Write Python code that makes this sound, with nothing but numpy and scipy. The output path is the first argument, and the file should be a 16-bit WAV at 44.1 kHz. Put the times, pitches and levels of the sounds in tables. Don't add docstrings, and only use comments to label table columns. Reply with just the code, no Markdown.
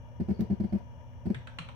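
import sys
import numpy as np
from scipy import signal
from scipy.fft import rfft, irfft, next_fast_len
from scipy.io import wavfile
from scipy.ndimage import map_coordinates

SR = 44100
rng = np.random.default_rng(int(sys.argv[2]) if len(sys.argv) > 2 else 0)


def store_pcm(level_fs):
    pcm = np.round(np.clip(level_fs, -1, 1) * 32767).astype(np.int16)
    wavfile.write(sys.argv[1], SR, np.atleast_2d(pcm).T)


N = 77175

# pitch in Hz, level in dB, left over right in dB, left lead in radians.
HUM_TONES = [(48.2, -72, -14.5, 1), (83.8, -60.5, 5.5, 3.5), (117.85, -49.5, 6.5, -2), (245, -63, 6, -0.9),
             (549, -79, 4.5, 1.5), (700, -77, -5, -3.5), (970, -83.5, 4, 3.3), (969, -71, 3, -1.74),
             (2388, -84.5, 17.5, 1.4), (2883, -80.5, 11, 2.5), (5520, -93, 12, 5)]
# frequency in Hz, relative level in dB.
RUMBLE_COLOUR = [(20, -11), (50, -7), (80, 7), (110, -2), (150, -7), (200, -11.5), (260, -17.5),
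                 (340, -25.5), (600, -68.5)]
FAN_COLOUR = [(200, -38.5), (340, -11.5), (388, -11), (561, 4.5), (795, -10.5), (838, -2.5), (941, 4),
              (992, -0.5), (1030, -16), (1200, -14), (1560, -59.5), (2640, -120)]
HISS_COLOUR = [(710, -23), (1200, -5.5), (1500, -10), (1730, -3.5), (1910, -11), (2420, -11.5),
               (2520, -16.5), (2900, -6), (3130, -11), (3380, -8.5), (3560, -24.5), (3930, -23.5),
               (5140, -29.5), (5670, -15), (7580, -31.5), (14300, -28.5), (15800, -29)]
# frequency in Hz, side over mid in dB.
AIR_WIDTH = [(60, -19), (120, -2.5), (200, -16), (380, -1.5), (700, -19), (1290, 4), (4400, -4.5),
             (15000, 1.5)]
# frequency in Hz, left over right in dB.
AIR_LEAN = [(60, -1), (200, -1.5), (700, 3.5), (1000, 4), (1400, 8), (2400, 7.5), (4400, 7), (5800, 19.5),
            (8000, 0.5), (15000, 1)]
RASP_BALANCE = [(700, 0), (1500, 7.5), (4500, 7.5), (8000, 5.5), (13000, 4.5)]
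# start in seconds, travel in ms, launch, landing and rasp gains in dB,
# direction as 1 or -1.
HEAD_SEEKS = [(0.199, 12.4, -3.5, 0, -45, 1), (0.2849, 8.93, -4, -3.5, -43.5, -1),
              (0.3026, 9.65, -4.5, -1, -42.5, 1), (0.392, 9.8, -3, -1.5, -45.5, -1),
              (0.4122, 9.5, -1.5, -3.5, -43.5, 1), (0.4999, 9.79, -3.5, -1, -45.5, -1),
              (0.5181, 9.13, -4.5, -2.5, -48, 1), (0.6, 9.34, -2, -3, -44, -1),
              (0.6368, 9.37, -5, -3, -45.5, 1), (0.7238, 9.5, -5.5, -1, -42.5, -1),
              (.7465, 9.5, -2.5, -3.5, -48, 1), (1.2555, 12.26, -7.5, -1, -43, 1),
              (1.3009, 3.74, -.5, 0.5, -38.5, 1)]
# pitch in Hz, swell in ms, left and right gains in dB,
# left and right arrivals in ms.
BODY_MODES = [(164, 5.4, -41.5, -35.5, 3.3, 2.2), (194.4, 2.35, -30.5, -18, 3.74, 0.23),
              (202, 4.83, -21.5, -37.5, 0.4, 1.7), (215.3, 3.1, -26.5, -31.5, 5.9, 2.16),
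              (357.2, 5.2, -45.5, -31.5, 4.1, 1.2), (568, 1.7, -39.5, -40, 0.46, 0.31),
              (721, 2.4, -49, -48, 0.64, 0.22)]
# pitch in Hz, swell in seconds, gain in dB for 1 ms of travel.
DESK_BOOM = [(79.7, 0.0097, -56.5), (84, 0.015, -72.5)]
# frequency in Hz, seconds to fall 60 dB.
ROOM_DECAY = [(100, 0.16), (1000, 0.32), (4000, 0.39), (12000, 0.19)]
# start in seconds, length in seconds, level in dB.
SQUEAK_CUES = [(0.326, 0.085, -64), (0.693, 0.023, -66)]
# start in seconds, body level in dB, treble over body in dB.
TICK_CUES = [(0.407, -51, 5.5), (.782, -57.5, -8), (.91, -69, -22), (1.008, -59.5, -18),
             (1.134, -58.5, -20)]
# start in seconds, clack level in dB, hollow ring pitch in Hz and level in dB,
# thump pitch in Hz and level in dB.
KNOCK_CUES = [(1.3452, -36.5, 1750, -42, 128.4, -34.5), (1.4716, -41, 1480, -43.5, 94, -47),
              (1.586, -28.5, 1202, -40, 161.7, -39), (1.6872, -43.5, 1010, -44, 129.6, -50)]
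# frequency in Hz, relative level in dB.
RASP_COLOUR = [(200, -17), (400, 5), (700, -3), (1100, -24.5), (1800, -20), (3500, -35), (4800, -30),
               (7200, -48), (8600, -36), (10500, -52.5), (13500, -39.5), (15800, -50)]
TICK_BODY_COLOUR = [(700, -22.5), (1900, -0.5), (3500, -29.5), (9000, -35.5)]
TICK_TREBLE_COLOUR = [(2000, -6.5), (4000, 3), (9000, -17), (15000, -6)]
CLACK_COLOUR = [(290, -6), (600, -7), (1000, -2), (1600, -2.5), (2300, -0.5), (3100, 0), (3700, -6.5),
                (4200, -8), (5100, -24), (7500, -20.5), (8600, -19), (10200, -32.5), (15500, -45)]


def amp(db):
    return 10 ** (np.asarray(db) / 20)


def unit(x):
    return x / np.sqrt(np.mean(x ** 2) + 1e-20)


def along(points, hz):
    freqs, values = np.transpose(points)
    return np.interp(np.log(hz + 1), np.log(freqs + 1), values)


def since(start):
    return np.maximum(np.arange(N) / SR - start, 0)


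def panned(db):
    return amp(np.array([[db], [-db]]) / 2)


def filtered(x, response):
    size = next_fast_len(N + SR // 2)
    return irfft(rfft(x, size) * response(np.fft.rfftfreq(size, 1 / SR)), size)[..., :N]


def leaning(x, balance):
    return filtered(x, lambda hz: amp(along(balance, hz) * np.array([[.5], [-.5]])))


def noise(colour):
    return unit(filtered(rng.standard_normal((2, N)), lambda hz: amp(along(colour, hz))))


def narrow(centre_hz, half_width_hz):
    white = rng.standard_normal((2, N))
    return unit(filtered(white, lambda hz: 1 / (1 + ((hz - centre_hz) / half_width_hz) ** 2)))


def burst(start, t60, hold=0, attack=.0002):
    return (1 - np.exp(-since(start) / attack)) * amp(-60 * since(start + hold) / t60)


def ring(start, hz, swell):
    t = since(start)
    return t / swell * np.exp(1 - t / swell) * np.sin(2 * np.pi * hz * t)


def room(x):
    hz, t, spectrum = signal.stft(rng.standard_normal((2, SR // 2)), SR, nperseg=256)
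    decay = amp(-60 * t / along(ROOM_DECAY, hz)[:, None])
    tail = signal.istft(spectrum * decay, SR, nperseg=256)[1]
    return signal.fftconvolve(x, tail / np.linalg.norm(tail[0]), axes=1)[:, :N]


def hum(waver_rad=0.33):
    t, out = since(0), np.zeros((2, N))
    for hz, db, pan_db, lead in HUM_TONES:
        drift = waver_rad * map_coordinates(rng.standard_normal(32), [t * 8])
        phase = 2 * np.pi * (hz * t + rng.random()) + lead * np.array([[.5], [-.5]]) + drift
        out += np.sqrt(2) * amp(db) * panned(pan_db) * np.sin(phase)
    return out


def air():
    mid, side = amp(-50) * noise(RUMBLE_COLOUR) + amp(-60) * noise(FAN_COLOUR) + amp(-74) * noise(HISS_COLOUR)
    side = filtered(side, lambda hz: amp(along(AIR_WIDTH, hz)))
    return leaning(np.array([mid + side, mid - side]), AIR_LEAN)


def arm_thuds(choke_s=0.025, low_hz=80, high_hz=1800):
    jolts, body = np.zeros(N), np.zeros((2, N))
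    for start, travel_ms, launch_db, landing_db, _, direction in HEAD_SEEKS:
        for at, db in ((start, launch_db), (start + travel_ms / 1000, landing_db)):
            jolts += direction * amp(db) * np.maximum(1 - np.abs(np.arange(N) - at * SR), 0)
    for hz, swell_ms, left_db, right_db, left_ms, right_ms in BODY_MODES:
        body[0] += amp(left_db) * ring(left_ms / 1000, hz, swell_ms / 1000)
        body[1] += amp(right_db) * ring(right_ms / 1000, hz, swell_ms / 1000)
    body *= np.exp(-(since(0) / choke_s) ** 4)
    thuds = signal.fftconvolve(jolts[None], body[:, :SR // 4], axes=1)[:, :N]
    return filtered(thuds, lambda hz: 1 / (1 + (low_hz / (hz + 1)) ** 4 + (hz / high_hz) ** 2))


def arm_rasp():
    power = np.zeros(N)
    for start, travel_ms, _, _, rasp_db, _ in HEAD_SEEKS:
        power += (amp(rasp_db) * burst(start, t60=0.025, hold=travel_ms / 1000, attack=0.00061)) ** 2
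    return leaning(np.sqrt(power) * noise(RASP_COLOUR), RASP_BALANCE)


def desk_boom(delay_s=0.0054):
    boom = np.zeros(N)
    for start, travel_ms, _, landing_db, _, direction in HEAD_SEEKS:
        for hz, swell, db in DESK_BOOM:
            boom += direction * travel_ms * amp(landing_db + db) * ring(start + delay_s, hz, swell)
    return boom


def seeks():
    lows, rasp = arm_thuds() + desk_boom(), arm_rasp()
    return lows + rasp + room(amp(-13.5) * lows + amp(-0.5) * rasp)


def squeaks(pitch_hz=4500, flutter_hz=69.4):
    envelope = np.zeros(N)
    for start, length, db in SQUEAK_CUES:
        t = since(start)
        swell = np.sin(np.pi * np.minimum(t / length, 1))
        envelope += amp(db) * swell * np.sin(np.pi * flutter_hz * t) ** 2
    return envelope * narrow(pitch_hz, half_width_hz=78)


def ticks():
    body, treble = noise(TICK_BODY_COLOUR), noise(TICK_TREBLE_COLOUR)
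    clicks = sum(amp(db) * burst(start, t60=0.032) * (body + amp(treble_db) * treble)
                 for start, db, treble_db in TICK_CUES)
    return clicks + amp(-10) * room(clicks)


def knocks(attack_s=0.00081, thump_delay_s=0.0093):
    out = np.zeros((2, N))
    for start, clack_db, hollow_hz, hollow_db, thump_hz, thump_db in KNOCK_CUES:
        clack = amp(clack_db) * burst(start, t60=0.029, attack=attack_s) * noise(CLACK_COLOUR)
        hollow = amp(hollow_db) * panned(-4) * narrow(hollow_hz, half_width_hz=170)
        hit = clack + hollow * burst(start, t60=0.062, attack=attack_s)
        thump = amp(thump_db) * ring(start + thump_delay_s, thump_hz, swell=0.011)
        out += hit + amp(-3.5) * room(hit) + thump
    return out


def scene():
    return seeks() + knocks() + ticks() + squeaks() + hum() + air()


def record(dry, top_hz=15850):
    return filtered(dry, lambda hz: hz < top_hz)


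dry = scene()
out = record(dry)
store_pcm(out)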